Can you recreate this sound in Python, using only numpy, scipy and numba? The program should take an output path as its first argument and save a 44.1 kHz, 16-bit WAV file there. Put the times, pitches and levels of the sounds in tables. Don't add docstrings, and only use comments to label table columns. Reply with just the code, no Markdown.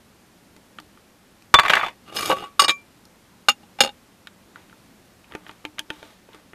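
import sys
import numpy as np
from scipy import signal
from scipy.fft import rfft, irfft
from scipy.io import wavfile
from scipy.ndimage import uniform_filter1d
from numba import njit

SR = 44100
rng = np.random.default_rng(int(sys.argv[2]) if len(sys.argv) > 2 else 0)


def dump(signal):
    limited = np.clip(np.atleast_2d(signal).T, -1, 1)
    pcm = np.round(limited * 32767).astype(np.int16)
    wavfile.write(sys.argv[1], SR, pcm)


def convert_level_to_amplitude(level_db):
    exponent = np.asarray(level_db, float) / 20
    return 10 ** exponent


N = 288766
TIME = np.arange(N) / SR

# pitch_hz, level_db, t60_s
SPOON_MODES = [(50, -12.5, .06), (1124, 4.5, 0.13), (1256.4, -4.5, .06), (1900, -9.5, 0.083),
               (2160, -15, 0.041), (2359, -7, 0.13), (2705, -12.5, .05), (3517, -8.5, .2), (3505, -8, 0.26),
               (4560, -7.5, 0.17), (6673, -19.5, 0.15), (7500, -20.5, .15), (8100, -22, .1),
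               (10900, -25.5, .04)]
# pitch_hz, level_db, t60_s
PLATE_MODES = [(90, -19.5, 0.072), (534, -2.5, 0.07), (826, 5.5, 0.04), (1130, -4, 0.21),
               (1276, -3.5, 0.034), (1841, -20.5, 0.021), (2364, -7, 0.22), (2886, 6, 0.048),
               (3730, 1, 0.031), (4490, 1, 0.052), (5105, -1.5, 0.075), (6400, -11, 0.097),
               (6830, -2.5, 0.048), (6720, -16.5, 0.2), (7600, -27, .06), (8530, -6, 0.07),
               (10400, -24, .06), (10800, -21.5, 0.16), (11300, -22, 0.05), (12420, -19.5, .08)]


def level(x, db):
    return x * convert_level_to_amplitude(db) / np.sqrt(np.mean(x ** 2))


def colour(x, points):
    hz, db = np.transpose(points)
    bins_hz = np.fft.rfftfreq(len(x), 1 / SR)
    gain_db = np.interp(np.log(bins_hz + 1), np.log(hz), db)
    return irfft(rfft(x) * convert_level_to_amplitude(gain_db), len(x))


def treble(x, hz):
    return signal.sosfiltfilt(signal.butter(3, hz, "high", fs=SR, output="sos"), x)


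def curve(table, column=1):
    table = np.array(table)
    return np.interp(TIME, table[:, 0], table[:, column], left=-120, right=-120)


def walk(rate_hz, size=N):
    hold = int(SR / rate_hz)
    steps = np.repeat(rng.standard_normal(size // hold + 1), hold)
    return 1.3 * uniform_filter1d(uniform_filter1d(steps, hold), hold)[:size]


@njit
def add(out, start, hz, gain, rate, phase, grip, rise):
    for m in range(len(hz)):
        z = gain[m] * np.exp(1j * phase[m])
        turn = np.exp(2j * np.pi * hz[m] / SR)
        lack = 1.
        for i in range(start[m], len(out)):
            out[i] += z.imag * (1 - lack)
            z *= turn * (1 - rate[m] * grip[i])
            lack *= rise
            if abs(z.real) + abs(z.imag) < 3e-5:
                break


def strike(blows, modes, bands_db, grip, clatter_db, clatter_t60_s, shorten, tilt_db, scatter_db,
           contact_s, smear_s, scramble=1, count=120):
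    band_edges_hz = [900, 1600, 3100, 4200]
    # from_s, favoured_hz
    spot = [(0, 1150), (1.0, 2400), (1.5, 1188), (1.655, 1900), (1.695, 2950), (1.72, 1455), (1.8, 1300),
            (2.1, 4970), (2.29, 560), (2.35, 1130), (2.59, 1180), (2.598, 4880), (2.66, 3660), (3.0, 1250),
            (3.49, 2800), (3.6, 804), (3.8, 522), (3.81, 3644), (3.815, 520), (3.87, 3720), (4.0, 1420),
            (5.0, 450)]
    spot_db, spot_octaves = 9, 0.26
    out = np.zeros(N)
    hz, db, t60_s = np.transpose(modes)
    step = np.arange(-2, 3)
    chances = rng.random((len(blows), 5, len(hz) + count))
    for (s, level_db, hard_db, focus_db), chance in zip(blows, chances):
        place = (np.arange(count) + chance[0, :count]) / count
        clatter_hz = 120 * (14000 / 120) ** place ** .75
        all_hz = np.r_[hz, clatter_hz] * (1 + .007 * (chance[4] - .5))
        all_db = np.r_[db, clatter_db + tilt_db * np.abs(np.log2(clatter_hz / 1500))]
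        gain = convert_level_to_amplitude(all_db + scatter_db * (2 * chance[1] - 1))
        band = np.digitize(all_hz, band_edges_hz)
        share = convert_level_to_amplitude(np.array(bands_db) + hard_db * step - focus_db * step ** 2)
        power = np.bincount(band, gain ** 2)
        gain = gain * (convert_level_to_amplitude(level_db) * share / np.sqrt(np.sum(share ** 2) * power))[band]
        spot_hz = [favoured_hz for since_s, favoured_hz in spot if since_s <= s][-1]
        lean = convert_level_to_amplitude(spot_db * np.exp(-(np.log2(all_hz / spot_hz) / spot_octaves) ** 2))
        gain = gain * lean * np.sqrt(np.sum(gain ** 2) / np.sum((gain * lean) ** 2))
        all_t60_s = np.r_[t60_s, clatter_t60_s * (clatter_hz / 1000) ** -shorten]
        rate = np.log(1000) / SR / all_t60_s
        start = ((s + smear_s * chance[3] ** 3) * SR).astype(int)
        phase = 2 * np.pi * scramble * (chance[2] - .5)
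        add(out, start, all_hz, gain, rate, phase, grip, np.exp(-1 / (contact_s * SR)))
    return out


def hand_grip():
    # time_s, decay rate as a multiple of the free ring
    grip_points = [(1.54, 1.5), (1.75, 1.3), (2.1, 1.3), (2.59, 1.0), (2.675, 1.7), (2.73, 1.1), (3.5, 1.7),
                   (3.55, 1.2), (3.85, 1.7)]
    return np.clip(np.interp(TIME, *np.transpose(grip_points)), .3, 8)


def spoon_drop(grip):
    # start_s, level_db, hard_db gained per band upwards, focus_db lost per squared band from the middle
    blows = [(1.5404, 12.5, 0.5, 0), (1.5524, -8, -5, -6.5), (1.5874, 2, -1, 1.2), (1.5948, 1.5, 0.3, -1),
             (1.6334, -11.5, -1.4, -1.2), (1.6504, -10, -0.9, 0.3), (1.6594, -8.5, 0.5, 0.5),
             (1.6814, -9, 5, 1), (1.6964, -4, 1, 0), (1.7, 0, -1.44, -1.5), (1.7064, -10, 10, 3.5),
             (1.7344, 0, 2.9, 2), (1.7524, -9, 5, 1), (1.7674, -3.5, -1.5, 3.5),
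             (1.7924, -16.5, -1.05, 1.3), (1.8114, -10.5, -6.5, 6), (1.8324, -10.5, -24.5, 5),
             (1.8474, -28, -25, -2), (1.8694, -28, -8, 4)]
    bands_db = [-4, 7.5, 10.5, 2, -5.5]
    return strike(blows, SPOON_MODES, bands_db, grip, clatter_db=2.0, clatter_t60_s=0.035, shorten=.1,
                  tilt_db=-4.5, scatter_db=6.0, contact_s=0.00041, smear_s=0.0024)


def plate_knocks(grip):
    # start_s, level_db, hard_db gained per band upwards, focus_db lost per squared band from the middle
    blows = [(2.1662, -14.5, 1, 1.8), (2.1856, -17, -0.1, 1.9), (2.2245, -20, -1, 3), (2.2541, -20, 2, 2),
             (2.2992, -5.5, -9, 0.85), (2.3124, -8, -6, 2), (2.3264, -12.5, -13, -17.5),
             (2.372, -33.5, -6, -1), (2.4236, -27, -13, -2.9), (2.4382, -25, -4.5, -0.5),
             (2.594, 0.5, 1, 0.96), (2.5997, -8, 2.5, -2.26), (2.6184, -6, -2, -1.1),
             (2.6374, -12, -1.5, 1), (2.6439, -5.5, -1.5, 0.4), (2.6808, -5, -1.2, -0.7),
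             (2.6865, -9.5, -1.35, -0.1), (2.6928, -2.5, -0.8, 1.5), (2.7034, -15, 0, -1.3)]
    bands_db = [-5.5, -3, 0, -0.5, 0.5]
    return strike(blows, PLATE_MODES, bands_db, grip, clatter_db=-8.5, clatter_t60_s=.065, shorten=.1,
                  tilt_db=-4.5, scatter_db=7.5, contact_s=0.001, smear_s=0.0018)


def rocking(count=5):
    start_s, gap_s, growth = 3.8352, .011, 1.15
    k = np.arange(count)
    s = start_s + gap_s * (growth ** k - 1) / (growth - 1)
    level_db, hard_db = -10.5 - 3.5 * k, -0.4 - 1 * k
    return list(zip(s, level_db, hard_db, 0 * k - 1))


def plate_on_bowl(grip):
    # start_s, level_db, hard_db gained per band upwards, focus_db lost per squared band from the middle
    blows = [(3.485, 3.5, -0.5, 0.3), (3.4914, -6.5, 1.6, -3.04), (3.4989, -10.5, 1, 2),
             (3.5149, -23, 4.8, 1.5), (3.63, -42, -3, -1.2), (3.787, -24, -3.5, -0.05),
             (3.794, -33, 0.4, 1.3), (3.8052, 3, 0.05, -0.97), (3.8116, 1, 3.5, 1.7),
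             (3.8202, -15, 1.5, -6.5)]
    # pitch_hz, level_db, t60_s
    modes = [(80.4, -20.5, .1), (245, -8, 0.25), (537.8, -2, 0.078), (820, 4.5, 0.12), (1276, -4, 0.077),
             (1750, -7.5, 0.012), (2340, -3, 0.069), (2810, 7, 0.085), (3628, -2.5, 0.051),
             (4390, 0.5, 0.05), (5120, 0, 0.043), (6710, -8, 0.097), (7092, -10.5, .045),
             (7430, -17.5, 0.028), (8700, -13, 0.095), (10070, -18.5, 0.046), (10630, -15.5, .04),
             (12200, -19.5, 0.05)]
    bands_db = [-6.5, -1.5, 4, 1, 1]
    return strike([*blows, *rocking()], modes, bands_db, grip, clatter_db=-6, clatter_t60_s=0.043,
                  shorten=0.037, tilt_db=-5.0, scatter_db=3.5, contact_s=0.00061, smear_s=0.0024)


def thud():
    start_s, level_db, pitch_hz, t60_s = 1.5404, -22, 33, 0.086
    t = np.clip(TIME - start_s, 0, None)
    return convert_level_to_amplitude(level_db) * np.sin(2 * np.pi * pitch_hz * t) * np.exp(-np.log(1000) * t / t60_s)


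def grit(per_s, size_db, catch_s, smooth):
    catches = (rng.random(N) < per_s / SR) * convert_level_to_amplitude(size_db * rng.exponential(size=N))
    catches = signal.lfilter([1], [1, -np.exp(-1 / (catch_s * SR))], catches)
    return (level(catches, 0) + smooth) * rng.standard_normal(N)


def ring(x, modes, damping, shift_db, span):
    out = np.zeros(N)
    part = slice(int(span[0][0] * SR), int(span[-1][0] * SR))
    for hz, db, t60_s in modes:
        pole = np.exp(2j * np.pi * hz / SR - damping * np.log(1000) / (t60_s * SR))
        push = x[part] * convert_level_to_amplitude(db + shift_db * walk(39, size=len(x[part])))
        out[part] += np.sqrt(damping / t60_s) * signal.lfilter([1], [1, -pole], push).imag
    return out / np.std(out[part])


def drag():
    # time_s, level_db, treble_db against it
    slide = [(2.04, -73, -0.5), (2.078, -46.5, -4), (2.114, -47.5, -8.5), (2.162, -35, 10),
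             (2.294, -29.5, 3.5), (2.32, -27.5, -1), (2.356, -38, -4), (2.448, -40, -7.5), (2.52, -64.5, 1)]
    # freq_hz, level_db (per Hz)
    hiss_points = [(59, -50), (100, -14.5), (400, -3), (993, -11.5), (1220, 1), (1810, -15), (2850, -9),
                   (6000, -20.5), (12400, -21.5), (14000, -27.5)]
    rub = grit(per_s=260, size_db=2.3, catch_s=0.00099, smooth=1.0)
    hiss = level(colour(rub, hiss_points), 0)
    both = hiss + convert_level_to_amplitude(-7.0) * ring(level(rub, 0), PLATE_MODES, damping=1.3, shift_db=3.1, span=slide)
    bright = treble(both, 4000)
    return convert_level_to_amplitude(curve(slide)) * (both - bright + convert_level_to_amplitude(curve(slide, column=2)) * bright)


def rattle():
    # time_s, level_db
    chatter = [(1.545, -39.5), (1.6, -34.5), (1.676, -29), (1.706, -27.5), (1.748, -22.5), (1.85, -29),
               (1.886, -34), (1.96, -67.5)]
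    # freq_hz, level_db (per Hz)
    rub_points = [(100, -24.5), (400, -9), (800, 2.5), (1300, -6.5), (2500, -3), (3600, -15.5),
                  (5000, -22.5), (9000, -32), (14000, -34)]
    rub = grit(per_s=360, size_db=2.5, catch_s=.0025, smooth=.6)
    plain = level(colour(rub, rub_points), 0.089)
    ringing = convert_level_to_amplitude(-9.5) * ring(rub, SPOON_MODES, damping=1.3, shift_db=5.5, span=chatter)
    return convert_level_to_amplitude(curve(chatter)) * (plain + ringing)


def taps():
    # start_s, level_db, hard_db gained per band upwards, focus_db lost per squared band from the middle
    blows = [(0.5644, -37, 3.5, -1.3), (0.7861, -23, 2.3, 2.5), (0.8, -32, 4, -2), (0.9744, -41, -4, 5),
             (1.4222, -40, 6, -1.5), (3.053, -38.5, 7, -4.5), (4.2714, -24, 5, 2),
             (4.5587, -30.5, 1.2, 1.1), (4.6964, -41, 0.1, 9), (4.7275, -36.5, -6.5, 2.3),
             (5.2434, -40, -1.5, 8), (5.3124, -37.5, -4, 3), (5.3217, -29.5, -2, 4),
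             (5.3374, -32.5, -1.5, 4), (5.3508, -17.5, 0.76, 1), (5.4655, -29.5, -1, 3.5),
             (5.4824, -43.5, 10, -4), (5.4934, -25.5, -8.5, 5.5), (5.5119, -35, 3, -1.1),
             (5.6433, -38.5, -9, 4.5), (5.6512, -15.5, 2, 1.7), (5.7774, -36, -12, 0.1),
             (5.7838, -23, 1.1, 2.2), (5.7926, -14, 7.5, 0.9), (5.8024, -37, -9, -0.5), (5.896, -42, -4, 1),
             (5.903, -13, 0.97, 1.4), (6.0281, -27, 0.5, -0.1), (6.2886, -37, -2.5, 0.2),
             (6.3315, -38, 6, 3), (6.3462, -32, 2, -0.3), (6.5333, -29.5, -11, 6)]
    # pitch_hz, level_db, t60_s
    modes = [(302.8, -8.5, 0.18), (892, -7.5, 0.154), (1395, -2.5, 0.046), (2438, -5, 0.035),
             (3093, 1.5, 0.011)]
    bands_db = [3.5, 1.5, 3, -2.5, -9.5]
    return strike(blows, modes, bands_db, np.ones(N), clatter_db=-3.0, clatter_t60_s=0.015, shorten=0.087,
                  tilt_db=-5.5, scatter_db=4.5, contact_s=0.00016, smear_s=0.0004, scramble=.8)


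def rustle():
    # start_s of full level, hold_s, level_db, treble_db against it
    strokes = [(4.573, .01, -53.5, -0.8), (5.324, 0.027, -51, -9), (5.481, 0.017, -53.5, 3.5),
               (5.934, 0.17, -54.5, 7), (6.346, 0.0097, -52.5, -0.7)]
    # freq_hz, level_db (per Hz)
    rub_points = [(150, -12), (500, 4), (1200, 3.5), (2500, -3), (3700, -6), (5000, -14.5), (7000, -18),
                  (14000, -23.5)]
    rise_db_per_s, fall_db_per_s = 256, 145
    rub = level(colour(grit(per_s=300, size_db=1.0, catch_s=0.0037, smooth=3.1), rub_points), 0)
    bright, out = treble(rub, 2860), 0
    for s, hold_s, db, treble_db in strokes:
        before_s = np.clip(s - TIME, 0, None)
        after_s = np.clip(TIME - s - hold_s, 0, None)
        fade_db = rise_db_per_s * before_s + fall_db_per_s * after_s
        out = out + convert_level_to_amplitude(db - fade_db) * (rub - bright + convert_level_to_amplitude(treble_db) * bright)
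    return out


def room(x):
    t60_s, tail_db = 0.057, -12
    t = np.arange(SR // 4) / SR
    tail = rng.standard_normal(len(t)) * np.exp(-np.log(1000) * t / t60_s) * (t > .002)
    tail = colour(tail, [(100, -3.5), (1500, -1.5), (12000, -6)])
    return x + convert_level_to_amplitude(tail_db) * signal.fftconvolve(x, tail / np.sqrt(np.sum(tail ** 2)))[:N]


def air():
    # freq_hz, level_db (per Hz)
    murmur_points = [(12, -47), (20, -15), (98, -5), (125, -5), (152, -10), (179, -0.5), (256, -4),
                     (286, -5.5), (481, -11.5), (551, -10.5), (650, -13), (879, -13.5), (14000, -29)]
    murmur = colour(rng.standard_normal(N), murmur_points)
    return level(murmur * convert_level_to_amplitude(0.28 * walk(3)), -54)


def scene():
    grip = hand_grip()
    blows = spoon_drop(grip) + plate_knocks(grip) + plate_on_bowl(grip) + taps()
    near = blows + drag() + rattle() + rustle()
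    return np.tile(room(near) + thud() + air(), (2, 1))


def band_limit(x):
    return signal.sosfilt(signal.butter(12, 14490, fs=SR, output="sos"), x)


def record(dry):
    clipped = np.clip(dry, -1, 1)
    top_cut = signal.ellip(8, .2, 90, 14250, fs=SR, output="sos")
    return band_limit(signal.sosfilt(top_cut, clipped))


dry = scene()
out = record(dry)
dump(out)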